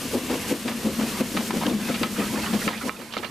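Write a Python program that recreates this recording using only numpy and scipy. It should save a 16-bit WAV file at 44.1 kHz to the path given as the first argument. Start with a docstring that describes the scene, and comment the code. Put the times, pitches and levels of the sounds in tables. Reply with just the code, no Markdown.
"""In a yard, a small steam locomotive rolls slowly past, hissing steam from its cylinders.
Four exhaust beats per wheel turn, made of shaped noise, boom in the chimney: a tone that throbs at random.
The rods knock once a turn and loose gear clatters: bursts of noise and fading tones that drift to the right.
Steam is noise that flutters, sputters and spits. An automatic level control turns loud moments down,
most deeply at one hard clank near 2.9 s."""
import sys
import numpy as np
from scipy import signal
from scipy.fft import rfft, irfft
from scipy.io import wavfile
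from scipy.ndimage import uniform_filter1d

SR = 44100
rng = np.random.default_rng(int(sys.argv[2]) if len(sys.argv) > 2 else 0)


def generate_wav(sig):
    """Save sig (samples, or channels by samples) to the path in sys.argv[1] as 16-bit PCM at SR."""
    pcm = np.round(np.clip(np.atleast_2d(sig).T, -1, 1) * 32767).astype(np.int16)
    wavfile.write(sys.argv[1], SR, pcm)


N = 145530
TIME = np.arange(N) / SR  # seconds

# puffs of exhaust: start t/s, time until the fade t/s, boom level/dB, bark level/dB, rasp level/dB
BEATS = [(0.13, 0.046, -40, -23.5, -36), (0.289, 0.061, -40, -26.5, -34), (0.5, 0.042, -25, -25.5, -35.5),
         (0.649, 0.051, -24, -30.5, -33), (0.845, 0.041, -22, -27, -36.5),
         (0.984, 0.062, -26.5, -29, -35.5), (1.196, 0.017, -25.5, -26.5, -34.5),
         (1.342, 0.072, -27, -33, -37), (1.524, 0.046, -25.5, -28, -37.5),
         (1.654, 0.066, -32.5, -26.5, -40), (1.883, 0.02, -23, -28, -33), (2.007, 0.037, -23.5, -27.5, -53),
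         (2.176, 0.042, -27.5, -25.5, -32), (2.328, 0.059, -38, -29, -37.5), (2.523, 0.031, -23, -28, -33),
         (2.664, 0.039, -27, -28, -58), (2.838, 0.068, -35, -29, -41.5), (2.984, 0.037, -32, -26.5, -38),
         (3.163, 0.034, -40, -27, -39)]
BEAT_ATTACK_S, BEAT_DECAY_S = 0.0081, 0.02
# tone colour of the hollow bark: f/Hz, relative level/dB
BARK_COLOUR = [(40, -33), (100, -13.5), (160, -29), (240, 4.5), (320, 1.5), (400, -4.5), (495, 0),
               (600, -9.5), (750, -13), (1000, -17), (2000, -37), (6000, -37)]
# tone colour of the rasp: f/Hz, relative level/dB
RASP_COLOUR = [(200, -28), (600, 8), (1000, 5), (1230, -2.5), (1300, 3), (1380, -1), (2300, 0),
               (4000, -5.5), (8000, -12.5), (15000, -39)]
# pitch of the air column in the chimney: t/s, f/Hz
CHIMNEY_PITCH = [(0, 250), (.5, 236), (1, 223.9), (1.4, 212.4), (2, 213.3), (2.6, 216), (3.3, 219.2)]
CHIMNEY_WIDTH_HZ = 21.2  # higher = faster throbs
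CHIMNEY_EVENNESS = 0.096  # 0 = throbs at random, 1 = steady strength
# draught that keeps the chimney sounding between beats: t/s, level/dB
DRAUGHT = [(0, -37), (.6, -35.5), (1.2, -32.5), (1.48, -32.5), (1.63, -33), (1.76, -25), (1.82, -33),
           (2.15, -31), (2.5, -32), (3.3, -40.5)]
# hard thumps in the chimney on the firmest beats: t/s, level/dB of the blow
THUMPS = [(.1515, -14), (.183, -32), (.5115, -15.5), (.5255, -8.5), (.8555, -18.5), (1.2065, -17),
          (1.2145, -12.5), (1.3495, -19), (1.8995, -15), (2.5445, -19), (2.6705, -18), (2.8375, -19),
          (2.857, -18)]
# tones that a thump sets ringing: f/Hz, relative level/dB, time to fade by 60 dB t/s
THUMP_MODES = [(246, -4, 0.11), (273, -1, 0.02), (375, -9, 0.018), (530, -5, 0.048)]
THUMP_LOW_CUT_HZ = 186

# hard metal blows of the rods and frame: t/s, peak short-time level/dB, damping time t/s,
# centre f/Hz, spread/octaves
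CLANKS = [(0.6798, -22.5, .008, 2300, 0.55), (1.3675, -22.5, 0.0019, 2600, 1),
          (1.3728, -17, 0.0027, 1500, 1.4), (1.9473, -30.5, 0.0086, 2680, 1.2),
          (2.032, -16, 0.0017, 3550, 0.79), (2.0358, -13.5, 0.0043, 1870, 1.1),
          (2.0418, -19, 0.0078, 1390, 1.2), (2.6778, -14, 0.0041, 3220, 1.36),
          (2.6801, -13.5, 0.033, 1310, 0.77), (2.8943, -6, 0.0012, 1410, 0.93),
          (3.1674, -13.5, 0.0059, 795, 1.2), (3.1686, -19, 0.0029, 3000, 0.46),
          (3.2343, -21, 0.0069, 1680, 1), (3.246, -20.5, 0.0065, 2200, 1.3)]
# tones of the rods and frame: f/Hz, relative level/dB, time to fade by 60 dB t/s
CLANK_MODES = [(610, 3, 0.076), (740, -3, 0.067), (1070, -0.5, 0.11), (1097, -6, .06), (1297, 4.5, 0.094),
               (1470, -5.5, 0.093), (1758, -0.5, .08), (2086, -1, 0.06), (2350, 2, 0.067),
               (2800, 0.5, 0.15), (3160, -5, 0.018), (3510, -5.5, 0.02), (3920, 0, .05), (4540, 2.5, 0.029)]
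CLANK_SCATTER_DB = 5  # chance spread of each tone from blow to blow
CLANK_TAIL_DB = -15.5  # share of each blow that rings on undamped

# knocks of rods and loose gear: t/s, level/dB, decay t/s, centre f/Hz
KNOCKS = [(0.68, -24, 0.024, 2200), (1.368, -24.5, 0.02, 2300), (1.505, -24.5, 0.009, 1810),
          (1.611, -26.5, 0.026, 870), (1.663, -26, 0.0061, 3460), (1.942, -24, 0.014, 2540),
          (2.031, -23, 0.029, 2180), (2.675, -21, 0.044, 1830), (2.776, -31, 0.012, 3600),
          (2.815, -31, 0.0096, 1690), (2.88, -30, 0.05, 1166), (3.011, -25, 0.0063, 1700),
          (3.121, -28, 0.019, 3020), (3.136, -24, 0.016, 2580), (3.176, -22.5, 0.01, 2710),
          (3.228, -23, 0.014, 1540), (3.245, -25.5, 0.01, 2020)]
KNOCK_ATTACK_S, RATTLE_DB = 0.0017, 4
KNOCK_WIDTH = 1.53  # band edges over and under the centre, as a ratio
# tone colour of the knocks: f/Hz, relative level/dB
KNOCK_COLOUR = [(100, -39), (350, 13), (650, 10), (1300, 6), (2000, 0.5), (3400, 3), (4500, 1),
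                (6000, -4.5), (12000, -18)]
# tones of the iron that the knocks leave ringing: f/Hz, relative level/dB
IRON = [(1040, 5), (1300, 8.5), (1800, -7), (2040, 4), (2400, 6), (2850, -17), (3460, -4)]
IRON_T60_S = 0.11  # time to fade by 60 dB
IRON_DB = -9  # all the ringing, compared with the knocks

# strength of the steam jet: t/s, level/dB
STEAM = [(0, -33.5), (.38, -34.5), (.5, -31.5), (.75, -34), (1.08, -34), (1.19, -33.5), (1.45, -33.5),
         (1.62, -34.5), (1.76, -38.5), (1.89, -33.5), (2.1, -33.5), (2.52, -34), (2.88, -32), (2.97, -34.5),
         (3.3, -38.5)]
# tone colour of the jet: f/Hz, relative level/dB
STEAM_COLOUR = [(200, -1), (500, 4.5), (800, -2.5), (1200, -1), (1700, 0), (2400, -0.5), (3200, 0),
                (3700, -1), (5000, -1), (8000, -2.5), (12000, -5), (14500, -7)]
# strength of the breathy resonance at the nozzle: t/s, level/dB
NOZZLE = [(0, -44.5), (.55, -44), (.9, -49), (1.5, -51), (3.3, -58)]
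NOZZLE_HZ, NOZZLE_WIDTH = 2730, 1.05  # centre; band edges as a ratio

# wet steam gushing from the drain cocks: t/s, level/dB
GUSH = [(0, -44.5), (.22, -42.5), (.45, -38), (.6, -40.5), (1, -41), (1.2, -36.5), (1.45, -53), (1.65, -34),
        (1.78, -43), (1.9, -33.5), (2.12, -49.5), (2.2, -30.5), (2.3, -42), (2.46, -32.5), (2.6, -41),
        (2.8, -38), (3, -34.5), (3.3, -38.5)]
# tone colour of wet steam: f/Hz, relative level/dB
GUSH_COLOUR = [(600, -4.5), (1000, 5), (1400, 0.5), (2200, 1.5), (3000, -3), (4500, -9)]
GUSH_PATCHY_DB, GUSH_FLICKER_HZ = 3, 21  # each narrow band by itself
SPUTTER_DB, SPUTTER_HZ = 0.5, 44.8  # all the bands together

# spurts of wet steam: t/s, time until the fade t/s, level/dB, centre f/Hz, width f/Hz
SPURTS = [(2.16, 0.014, -32.5, 1520, 600), (2.171, 0.084, -37, 1260, 129), (2.2, .025, -34.5, 2510, 205),
          (2.358, 0.023, -34.5, 1550, 686), (2.44, 0.037, -36, 1340, 1000),
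          (2.614, 0.015, -31.5, 1680, 800), (2.728, 0.018, -28.5, 2000, 450),
          (2.745, .04, -37.5, 2520, 200), (2.809, 0.018, -37, 2220, 674), (2.811, 0.016, -30, 1343, 200)]
SPURT_ATTACK_S, SPURT_DECAY_S = 0.0034, 0.007
SPURT_ROUGH_DB, SPURT_ROUGH_HZ = 2, 120

# tone colour of the low rumble: f/Hz, relative level/dB
RUMBLE_COLOUR = [(20, -36), (40, -16), (70, -0.5), (120, 1), (200, 4.5), (300, 4), (500, -2.5), (800, -19),
                 (2000, -41)]
RUMBLE_DB = -36

# how alike the left and right noises are: f/Hz, correlation (1 = the same)
LIKENESS = [(60, 0.96), (300, 0.98), (600, 0.96), (1000, 0.85), (2000, 0.87), (4000, 0.7), (8000, 0.74),
            (13000, 0.82)]
# lean of the low exhaust sounds and the rumble: t/s, left minus right level/dB
EXHAUST_PAN = [(0, 2), (1.8, 2.5), (2.6, 2.5), (3.3, 3)]
# lean of the rasp, steam and running gear: t/s, left minus right level/dB
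GEAR_PAN = [(0, 0.8), (2, -0.6), (2.7, -3), (3.3, -6.5)]

# automatic level control
LIMIT_DB, RECOVER_DB_PER_S = -14.5, 15
LIMIT_ATTACK_S, LOOK_AHEAD_S = 0.00017, 0.00066
DETECTOR_TREBLE_HZ, DETECTOR_TREBLE_DB = 1000, 4  # treble counts for more
DETECTOR_S = 0.0013
CUTOFF_HZ = 14400  # top of the finished sound


def exhaust():
    """Each puff is a hollow bark with a rasp on top, and drives the chimney; the firmest also thump."""
    boom = bark = rasp = 0
    for start, length, boom_db, bark_db, rasp_db in BEATS:
        puff = burst(start, BEAT_ATTACK_S, length, BEAT_DECAY_S)
        boom = boom + from_db(boom_db) * puff
        bark = bark + from_db(bark_db) * puff
        rasp = rasp + from_db(rasp_db) * puff
    # draught and beats add as powers
    chimney_drive = np.hypot(from_db(in_time(DRAUGHT)), boom)
    low = chimney(chimney_drive) + bark * noise(BARK_COLOUR) + thumps()
    rasp_flicker = rms_one(from_db(3.0 * drift(66)))
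    rasp_sound = rasp * rasp_flicker * noise(RASP_COLOUR)
    return pan(low, EXHAUST_PAN) + pan(rasp_sound, GEAR_PAN)


def chimney(drive):
    """The air column booms in uneven throbs, wandering in pitch."""
    # two chance signals as one complex number move both strength and phase
    sway = drift(CHIMNEY_WIDTH_HZ) + 1j * drift(CHIMNEY_WIDTH_HZ)
    sway = sway / (abs(sway) + 1e-6) ** CHIMNEY_EVENNESS
    turns = np.cumsum(in_time(CHIMNEY_PITCH)) / SR
    tone = np.real(sway * np.exp(2j * np.pi * turns))
    return drive * rms_one(tone)


def thumps():
    """Sharp blows set a few low tones ringing; the deepest bass is cut."""
    return high_pass(strike(THUMPS, THUMP_MODES), THUMP_LOW_CUT_HZ, order=2)


def clanks():
    """Each blow rings the tones near its centre with uneven strengths; the closed joint damps them."""
    hz, mode_db, t60 = np.transpose(CLANK_MODES)[:, :, None]
    age = np.arange(SR // 8) / SR
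    out = np.zeros((2, N + SR))
    rings = from_db(mode_db - 60 * age / t60) * np.sin(2 * np.pi * hz * age)
    for s, db, damping_s, centre_hz, octaves in CLANKS:
        distance = np.log2(hz[:, 0] / centre_hz) / octaves
        force = rng.choice([-1, 1], len(hz)) * np.exp(-0.5 * distance ** 2)
        # left and right get their own uneven strengths
        scatter = from_db(CLANK_SCATTER_DB * rng.standard_normal((2, len(hz))))
        blow = (force * scatter) @ rings
        blow = blow * (np.exp(-age / damping_s) + from_db(CLANK_TAIL_DB))
        crest = np.sqrt(short_power(blow).max())
        first = int(s * SR)
        out[:, first:first + len(age)] += from_db(db) * blow / crest
    return out[:, :N]


def knocks():
    """Slack joints take up in short rattling crashes that leave the iron ringing."""
    rattle = from_db(RATTLE_DB * drift(570)) * noise(KNOCK_COLOUR)
    crash = 0
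    for s, db, decay, hz in KNOCKS:
        shape = burst(s, KNOCK_ATTACK_S, KNOCK_ATTACK_S, decay)
        crash = crash + from_db(db) * shape * rms_one(band(rattle, hz, KNOCK_WIDTH))
    iron = sum(from_db(db) * ring(crash, hz, IRON_T60_S) for hz, db in IRON)
    return crash + from_db(IRON_DB) * crash.std() * rms_one(iron)


def steam():
    """A smooth, bright jet that flutters slightly, with a breathy resonance at the nozzle."""
    jet = from_db(in_time(STEAM)) * noise(STEAM_COLOUR)
    breath = rms_one(band(noise(STEAM_COLOUR), NOZZLE_HZ, NOZZLE_WIDTH))
    nozzle = from_db(in_time(NOZZLE)) * breath
    flutter = from_db(1.05 * drift(23.0))
    return (jet + nozzle) * flutter


def gush(count=12):
    """Wet steam sputters, while narrow bands in it swell and fade, each on its own."""
    source = noise(GUSH_COLOUR)
    centres = np.geomspace(700, 4200, count)
    ratio = np.sqrt(centres[1] / centres[0])  # neighbouring bands just meet
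    bands = 0
    for hz in centres:
        flicker = from_db(GUSH_PATCHY_DB * drift(GUSH_FLICKER_HZ))
        bands = bands + band(source, hz, ratio, order=2) * flicker
    sputter = from_db(SPUTTER_DB * drift(SPUTTER_HZ))
    return from_db(in_time(GUSH)) * rms_one(bands * sputter)


def spurts():
    """Slugs of water in the steam spit briefly, each around a pitch of its own."""
    source = noise(GUSH_COLOUR)
    rough = rms_one(from_db(SPURT_ROUGH_DB * drift(SPURT_ROUGH_HZ)))
    spits = 0
    for s, length, db, hz, width_hz in SPURTS:
        shape = burst(s, SPURT_ATTACK_S, length, SPURT_DECAY_S)
        pitched = rms_one(band(source, hz, 1 + width_hz / hz / 2, order=2))
        spits = spits + from_db(db) * shape * pitched
    return rough * spits


def rumble():
    """A steady low rumble: noise that is strongest in the bass."""
    return from_db(RUMBLE_DB) * noise(RUMBLE_COLOUR)


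def from_db(db):
    """Turn decibels into a multiplier."""
    return 10 ** (np.asarray(db) / 20)


def rms_one(x):
    """Scale to an average power of 1."""
    return x / np.sqrt(np.mean(x ** 2) + 1e-20)


def in_time(rows):
    """Join (t/s, value) points by straight lines."""
    return np.interp(TIME, *np.transpose(rows))


def at_hz(points, hz):
    """Read (f/Hz, value) points along a logarithmic pitch scale."""
    f, value = np.transpose(points)
    return np.interp(np.log(hz + 1), np.log(f), value)


def drift(rate_hz):
    """A random wander with spread 1; a higher rate wanders faster."""
    hz = np.fft.rfftfreq(N, 1 / SR)
    spectrum = rfft(rng.standard_normal(N)) / (1 + (hz / rate_hz) ** 2)
    return rms_one(irfft(spectrum, N))


def noise(colour):
    """Stereo noise of a given colour, as alike left and right as LIKENESS says at each pitch."""
    hz = np.fft.rfftfreq(N, 1 / SR)
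    mid, side = rfft(rng.standard_normal((2, N))) * from_db(at_hz(colour, hz))
    alike = np.clip(at_hz(LIKENESS, hz), 0, 1)
    # the side part enters with opposite signs left and right
    both = np.sqrt(1 + alike) * mid + np.sqrt(1 - alike) * side * [[1], [-1]]
    return rms_one(irfft(both, N))


def burst(start, attack, hold, decay):
    """Straight rise, full strength until hold seconds after the start, then a natural fade."""
    age = TIME - start
    return np.clip(age / attack, 0, 1) * np.exp(-np.maximum(age - hold, 0) / decay)


def ring(x, hz, t60):
    """One fading tone set off by x; a click of height 1 rings with height 1."""
    r = from_db(-60 / (t60 * SR))
    w = 2 * np.pi * hz / SR
    return signal.lfilter([0, np.sin(w)], [1, -2 * r * np.cos(w), r * r], x + 1e-18)


def strike(rows, modes):
    """Blows (t/s, level/dB) on a body with tones (f/Hz, level/dB, 60 dB fade t/s)."""
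    blows = np.zeros(N)
    for s, db in rows:
        blows[int(s * SR)] = from_db(db)
    total = 0
    for k, (hz, db, t60) in enumerate(modes):
        sign = (-1) ** (k // 2)
        total = total + sign * from_db(db) * ring(blows, hz, t60)
    return total


def band(x, hz, ratio, order=1):
    """Keep the pitches from hz / ratio to hz * ratio."""
    ratio = max(ratio, 1.01)
    edges = [hz / ratio, min(hz * ratio, SR / 2 - 1)]
    return signal.sosfilt(signal.butter(order, edges, "band", fs=SR, output="sos"), x)


def high_pass(x, hz, order):
    """Weaken everything below hz."""
    return signal.sosfilt(signal.butter(order, hz, "high", fs=SR, output="sos"), x)


def pan(x, rows):
    """Lean left or right over time."""
    return x * from_db(in_time(rows) * [[0.5], [-0.5]])


def short_power(x):
    """Average power of both channels over about a millisecond."""
    samples = max(int(DETECTOR_S * SR), 1)
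    return abs(uniform_filter1d(np.mean(x ** 2, axis=0), samples, mode="constant"))


def scene():
    """Low exhaust and rumble share one lean; rasp, steam and running gear drift to the right."""
    gear = clanks() + knocks() + steam() + gush() + spurts()
    return exhaust() + pan(gear, GEAR_PAN) + pan(rumble(), EXHAUST_PAN)


def record(dry):
    """Level control ducks at once on loud moments, bright ones most, and recovers slowly; the top is cut."""
    treble = high_pass(dry, DETECTOR_TREBLE_HZ, order=1)
    power = short_power(dry + (from_db(DETECTOR_TREBLE_DB) - 1) * treble)
    over_db = np.maximum(10 * np.log10(power + 1e-12) - LIMIT_DB, 0)
    # hold each peak, then let go along a straight line in dB
    recovery = RECOVER_DB_PER_S * TIME
    held_db = np.maximum.accumulate(over_db + recovery) - recovery
    r = np.exp(-1 / (LIMIT_ATTACK_S * SR))
    smooth_db = signal.lfilter([1 - r], [1, -r], held_db)
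    # ducking starts a little early
    duck_db = np.interp(TIME + LOOK_AHEAD_S, TIME, smooth_db)
    clipped = np.clip(dry * from_db(-duck_db), -0.36, 0.36)  # flattens the highest peaks
    return signal.sosfilt(signal.ellip(10, 0.1, 80, CUTOFF_HZ, fs=SR, output="sos"), clipped)


dry = scene()
out = record(dry)
generate_wav(out)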